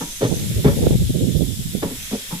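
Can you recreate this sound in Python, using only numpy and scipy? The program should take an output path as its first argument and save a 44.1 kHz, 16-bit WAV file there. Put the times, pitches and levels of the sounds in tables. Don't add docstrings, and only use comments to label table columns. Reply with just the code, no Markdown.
import sys
import numpy as np
from scipy import signal
from scipy.fft import rfft, irfft
from scipy.io import wavfile
from scipy.ndimage import uniform_filter1d

SR = 44100
rng = np.random.default_rng(int(sys.argv[2]) if len(sys.argv) > 2 else 0)


def unload_audio(sound):
    columns = np.transpose(np.atleast_2d(sound))
    steps = np.round(np.clip(columns, -1, 1) * 32767)
    wavfile.write(sys.argv[1], SR, steps.astype(np.int16))


N = 105840
T = np.arange(N) / SR
BIN_HZ = np.fft.rfftfreq(N, 1 / SR)


def from_db(db):
    return 10 ** (np.asarray(db) / 20)


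def rms_one(x):
    return x / np.sqrt(np.mean(x ** 2) + 1e-20)


def butter(x, hz, kind, order):
    return signal.sosfilt(signal.butter(order, hz, kind, fs=SR, output="sos"), x)


def drift(rate_hz):
    step, settle = 40, 2000
    pole = np.exp(-2 * np.pi * rate_hz * step / SR)
    noise = rng.standard_normal(N // step + settle + 2)
    slow = signal.lfilter([1], [1, -2 * pole, pole * pole], noise)[settle:]
    return np.interp(np.arange(N) / step, np.arange(len(slow)), rms_one(slow))


def grains(per_s, spread_db):
    size = from_db(spread_db * np.minimum(rng.exponential(1, N), 3)) * rng.choice([-1, 1], N)
    return size * (rng.random(N) < per_s / SR) + 1e-18


def resonate(x, hz, width_hz):
    r = np.exp(-np.pi * width_hz / SR)
    feedback = [1, -2 * r * np.cos(2 * np.pi * hz / SR), r * r]
    return signal.lfilter((1 - r * r) / 2 * np.array([1, 0, -1]), feedback, x)


def coloured(hz, db):
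    gain = from_db(np.interp(np.log(np.maximum(BIN_HZ, 1)), np.log(hz), db))
    return irfft(rfft(rng.standard_normal(N)) * gain, N)


def evened(x, window_s=0.053, share=0.98):
    local_rms = np.sqrt(uniform_filter1d(x * x, int(window_s * SR)).clip(0) + 1e-4 * np.mean(x * x))
    return rms_one(x / local_rms ** share)


def burst(start_s, rise_s, hold_s, tail_s):
    return np.clip((T - start_s) / rise_s, 0, 1) * np.exp(-np.maximum(T - start_s - hold_s, 0) / tail_s)


def carriage_rumble(level_db=-41, waver_db=2.0):
    # frequency in Hz, relative density in dB.
    spectrum = [(30, 6), (100, -3.5), (210, -6), (400, -29), (700, -19), (1200, -41), (2000, -71),
                (4000, -73)]
    mid, side = (coloured(*np.transpose(spectrum)) for _ in range(2))
    return from_db(level_db + waver_db * drift(7.6)) * rms_one(mid + 0.32 * side * [[1], [-1]])


def running_hiss(gain_db=2.0, waver_db=1.1):
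    # frequency in Hz, left and right relative density in dB.
    spectrum = [(1020, -85, -84.5), (1340, -83.5, -81), (1840, -75.5, -78), (2630, -74, -75),
                (3050, -70.5, -77.5), (3580, -65.5, -74.5), (4260, -77, -70.5), (4800, -70.5, -84),
                (5190, -75, -69), (6150, -73, -75), (6700, -75.5, -70.5), (7630, -70, -70.5),
                (8720, -75, -74.5), (9930, -73.5, -73), (11560, -79, -66.5), (12170, -74.5, -75),
                (14500, -86.5, -79.5), (16500, -82, -74.5)]
    # time in s, treble and lowest-band relative level in dB.
    levels = [(0.0, -34, -40), (0.29, -34.5, -40.5), (0.39, -33, -37.5), (0.65, -34, -38.5),
              (0.85, -34, -37.5), (1.022, -35, -41.5), (1.48, -35.5, -44), (1.83, -35.5, -41),
              (2.04, -34.5, -37.5), (2.4, -34.5, -38)]
    edges_hz = [900, *np.geomspace(2800, 16500, 14)]
    hz, left_db, right_db = np.transpose(spectrum)
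    time_s, treble_db, low_db = np.transpose(levels)
    bins = rfft(rms_one(np.array([coloured(hz, left_db), coloured(hz, right_db)])))
    band, out = np.digitize(BIN_HZ, edges_hz), 0
    for k in range(1, len(edges_hz)):
        level_db = treble_db if k > 1 else low_db - low_db.mean() + treble_db.mean()
        swing_db = waver_db * np.array([drift(4.3), drift(8.6)])
        out += from_db(np.interp(T, time_s, level_db) + gain_db + swing_db) * irfft(bins * (band == k), N)
    return out


def flange_whistles(fade_share=0.35, waver_db=2.0):
    # start and end in s, pitch and width in Hz, left and right level in dB.
    whistles = [(-.1, .45, 6180, 330, -42, -38), (0.517, 0.8, 5680, 220, -58, -48),
                (.52, .82, 13200, 600, -50, -45), (1.55, 2.07, 13200, 450, -50, -46),
                (0.45, 1.6, 3500, 750, -41.5, -70), (1.952, 2.39, 3300, 250, -44, -52),
                (1.979, 2.2, 6080, 350, -46, -43)]
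    out, noise = 0, rng.standard_normal((2, N))
    for start_s, end_s, hz, width_hz, *port_db in whistles:
        fade_s = fade_share * (end_s - start_s)
        swell = np.clip(np.minimum(T - start_s, end_s - T) / fade_s + 0.5, 0, 1)
        tone = rms_one(resonate(resonate(noise, hz, width_hz), hz, width_hz))
        out += from_db(port_db)[:, None] * swell * from_db(waver_db * drift(40)) * tone
    return out


def carriage_ring(drive_at, modes):
    out = 0
    for hz, db, t60_s in modes:
        width_hz = np.log(1000) / np.pi / t60_s
        rattle = drive_at(hz) * rms_one(grains(per_s=900, spread_db=1.5))
        out += from_db(db) * resonate(rattle, hz, width_hz) * np.sqrt(SR / width_hz / 4)
    return out


def joint_impacts(rattle_rise_s=0.0095, thud_width_hz=82, reach_octaves=0.65, pivot_hz=1000):
    # start and rattle length in s, clank drive in dB, its tilt in dB/octave, knock drive
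    # in dB, its centre in Hz, thud delay in s, thud gain in dB, thud pitch in Hz.
    joints = [(.0, 0.025, -33, -10, -26, 317, 0.014, -28.5, 172.3),
              (0.204, 0.057, -47, 6.5, -15.5, 455, 0.026, -22.5, 128.4),
              (0.639, 0.046, -31, -3.5, -13.5, 430, 0.0079, -12, 146.9),
              (1.82, 0.015, -28.5, -10, -15, 430, 0.025, -24.5, 175),
              (1.906, 0.0047, -47, -5, -67, 265, 0.002, -28.5, 251.4),
              (2.108, 0.046, -48.5, -32, -23, 600, 0.0082, -27.5, 208),
              (2.303, 0.027, -34, -15, -32.5, 420, 0.023, -27.5, 170.1)]
    # frequency in Hz, gain in dB, T60 in s.
    knock_modes = [(265, -5, 0.079), (397, -21.5, 0.12), (430, -10, 0.04), (551, -15, 0.069),
                   (730, -27.5, 0.057)]
    clank_modes = [(864, -14.5, 0.068), (960, -14, 0.067), (1105, -17.5, 0.027), (1340, -13, 0.02),
                   (1790, -10, 0.015), (2275, -14.5, 0.079), (3450, -9, 0.0049)]
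    clanks, knocks, thud = [], [], 0
    noise = rng.standard_normal(N)
    for start_s, length_s, clank_db, tilt_db, knock_db, centre_hz, delay_s, thud_db, thud_hz in joints:
        shake = burst(start_s, rattle_rise_s, length_s, tail_s=0.0043)
        shake += from_db(-1.5) * burst(start_s, rattle_rise_s, length_s, tail_s=0.042)
        clanks.append((from_db(clank_db) * shake, tilt_db))
        knocks.append((from_db(knock_db) * shake, centre_hz))
        rough = rms_one(resonate(resonate(noise, thud_hz, thud_width_hz), thud_hz, 2 * thud_width_hz))
        tone = np.sqrt(2) * np.sin(2 * np.pi * thud_hz * T + rng.uniform(0, 2 * np.pi))
        envelope = burst(start_s + delay_s, rise_s=0.0037, hold_s=length_s / 2, tail_s=0.02)
        thud += from_db(thud_db) * (tone + from_db(1) * rough) * envelope

    def knock_drive(hz):
        return sum(drive / (1 + (np.log2(hz / centre) / reach_octaves) ** 2) for drive, centre in knocks)

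    def clank_drive(hz):
        return sum(drive * from_db(tilt * np.log2(hz / pivot_hz)) for drive, tilt in clanks)

    knock = carriage_ring(knock_drive, knock_modes)
    clank = carriage_ring(clank_drive, clank_modes)
    return np.array([butter(clank, 4100, "low", order=6), knock + thud])


def wheel_knocks(clank_side_db=-1, knock_side_db=-35.5, clank_left_db=3, left_lag_s=0.00022):
    clank, knock = joint_impacts()
    side = from_db([clank_side_db, knock_side_db]) @ joint_impacts()
    late_knock = np.interp(T - left_lag_s, T, knock)
    return np.array([from_db(clank_left_db) * clank + late_knock + side, clank + knock - side])


def port_pops(push_s=0.0014, pull_s=0.0027):
    # time in s, push level in dB.
    pops = [(0.327, -3.5), (0.341, -8), (0.909, 3.5), (0.934, -12), (0.956, -4), (1.271, -12.5),
            (1.409, -1), (1.422, -5.5), (1.507, -19.5), (1.752, -4)]
    out = 0
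    for time_s, db in pops:
        push = np.exp(-(2 * (T - time_s) / push_s) ** 2)
        pull = push_s / pull_s / 2 * np.exp(-((T - time_s - pull_s) / pull_s) ** 2)
        out += from_db(db) * (push - pull)
    return out


def wind_on_port(breeze_db, gusts, throb_width_share=0.61, breeze_flutter_db=-33):
    # time in s, top band in dB re the flutter band.
    top_levels = [(.25, -10), (.46, -18), (.52, -39), (.75, -22), (.95, -10), (1.02, -65), (1.7, -41)]
    eddies = grains(per_s=1300, spread_db=3)
    rumble = evened(butter(butter(eddies, 53, "high", order=2), 207, "low", order=4))
    tilted = butter(eddies, 346, "low", order=2)
    flutter = evened(butter(butter(tilted, 242, "high", order=1), 576, "low", order=8))
    top = evened(butter(butter(eddies, 576, "high", order=4), 806, "low", order=8))
    flutter += from_db(np.interp(T, *np.transpose(top_levels))) * top
    low = from_db(breeze_db) * rumble
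    flutter_power = from_db(breeze_db + breeze_flutter_db) ** 2
    for middle_s, length_s, hz, throb_db, flutter_db in gusts:
        swell = np.exp(-(2.12 * np.abs(T - middle_s) / length_s) ** 2.5)
        low += from_db(throb_db) * swell * rms_one(resonate(rumble, hz, throb_width_share * hz))
        flutter_power += (swell * from_db(flutter_db)) ** 2
    return low + np.sqrt(flutter_power) * flutter


def wind():
    # time in s, left and right level in dB.
    breeze = [(0, -41, -47), (.1, -68, -63), (.2, -65, -73), (0.298, -38, -19.5), (.5, -32.5, -48.5),
              (.7, -35, -19.5), (.95, -23, -32.5), (1.12, -50, -27.5), (1.3, -46, -35.5),
              (1.45, -48, -19.5), (1.55, -50, -34), (1.7, -53, -32.5), (1.85, -28, -35.5),
              (2.0, -50, -41.5), (2.4, -71.5, -74)]
    # middle and length in s, throb pitch in Hz, throb and flutter level in dB.
    left_gusts = [(0.371, 0.036, 94, -27.5, -29.5), (0.435, 0.056, 139, -24.5, -43),
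                  (0.48, 0.093, 144, -24, -56), (0.563, 0.1, 77.6, -19, -49), (0.689, 0.091, 91, -14, -28),
                  (0.781, 0.032, 140, -27, -16.5), (0.834, 0.042, 101, -17, -23.5),
                  (0.888, 0.085, 89, -19, -23.5), (0.947, 0.053, 103, -12, -35.5),
                  (1.032, 0.07, 75, -15, -47), (1.096, 0.051, 91, -14.5, -63), (1.157, 0.04, 115, -21, -67),
                  (1.231, 0.039, 94, -18.5, -58), (1.3, 0.081, 78, -29, -79), (1.597, 0.05, 171, -26, -56),
                  (1.687, 0.082, 110, -28, -62)]
    right_gusts = [(0.324, 0.031, 150, -39, -16.5), (0.429, 0.11, 153, -28, -32),
                   (0.512, 0.028, 158, -21, -27.5), (0.581, 0.083, 96, -20, -25),
                   (0.715, 0.025, 136, -34, -33), (0.832, 0.058, 157, -29, -17),
                   (0.872, 0.018, 135, -8.5, -10), (0.93, 0.043, 150, -15.5, -26),
                   (1.016, 0.078, 106, -15.5, -30), (1.104, 0.022, 174, -14, -23),
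                   (1.164, 0.052, 150, -19.5, -20.5), (1.228, 0.067, 170, -24, -17.5),
                   (1.283, 0.087, 243, -16, -25), (1.362, 0.049, 91, -10, -21.5),
                   (1.42, 0.05, 191, -22, -18.5), (1.507, 0.072, 83, -21, -36),
                   (1.607, 0.067, 139, -26.5, -41), (1.664, 0.015, 154, -21.5, -39),
                   (1.763, 0.06, 188, -26, -29.5)]
    time_s, left_db, right_db = np.transpose(breeze)
    left = wind_on_port(np.interp(T, time_s, left_db), left_gusts)
    right = wind_on_port(np.interp(T, time_s, right_db), right_gusts)
    return np.array([left, right + port_pops()])


def scene():
    return wind() + wheel_knocks() + flange_whistles() + running_hiss() + carriage_rumble()


def record(dry, ceiling=1.15, stop_hz=15920):
    rounded = ceiling * np.tanh(dry / ceiling)
    return signal.sosfilt(signal.cheby2(20, 70, stop_hz, fs=SR, output="sos"), rounded)


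dry = scene()
out = record(dry)
unload_audio(out)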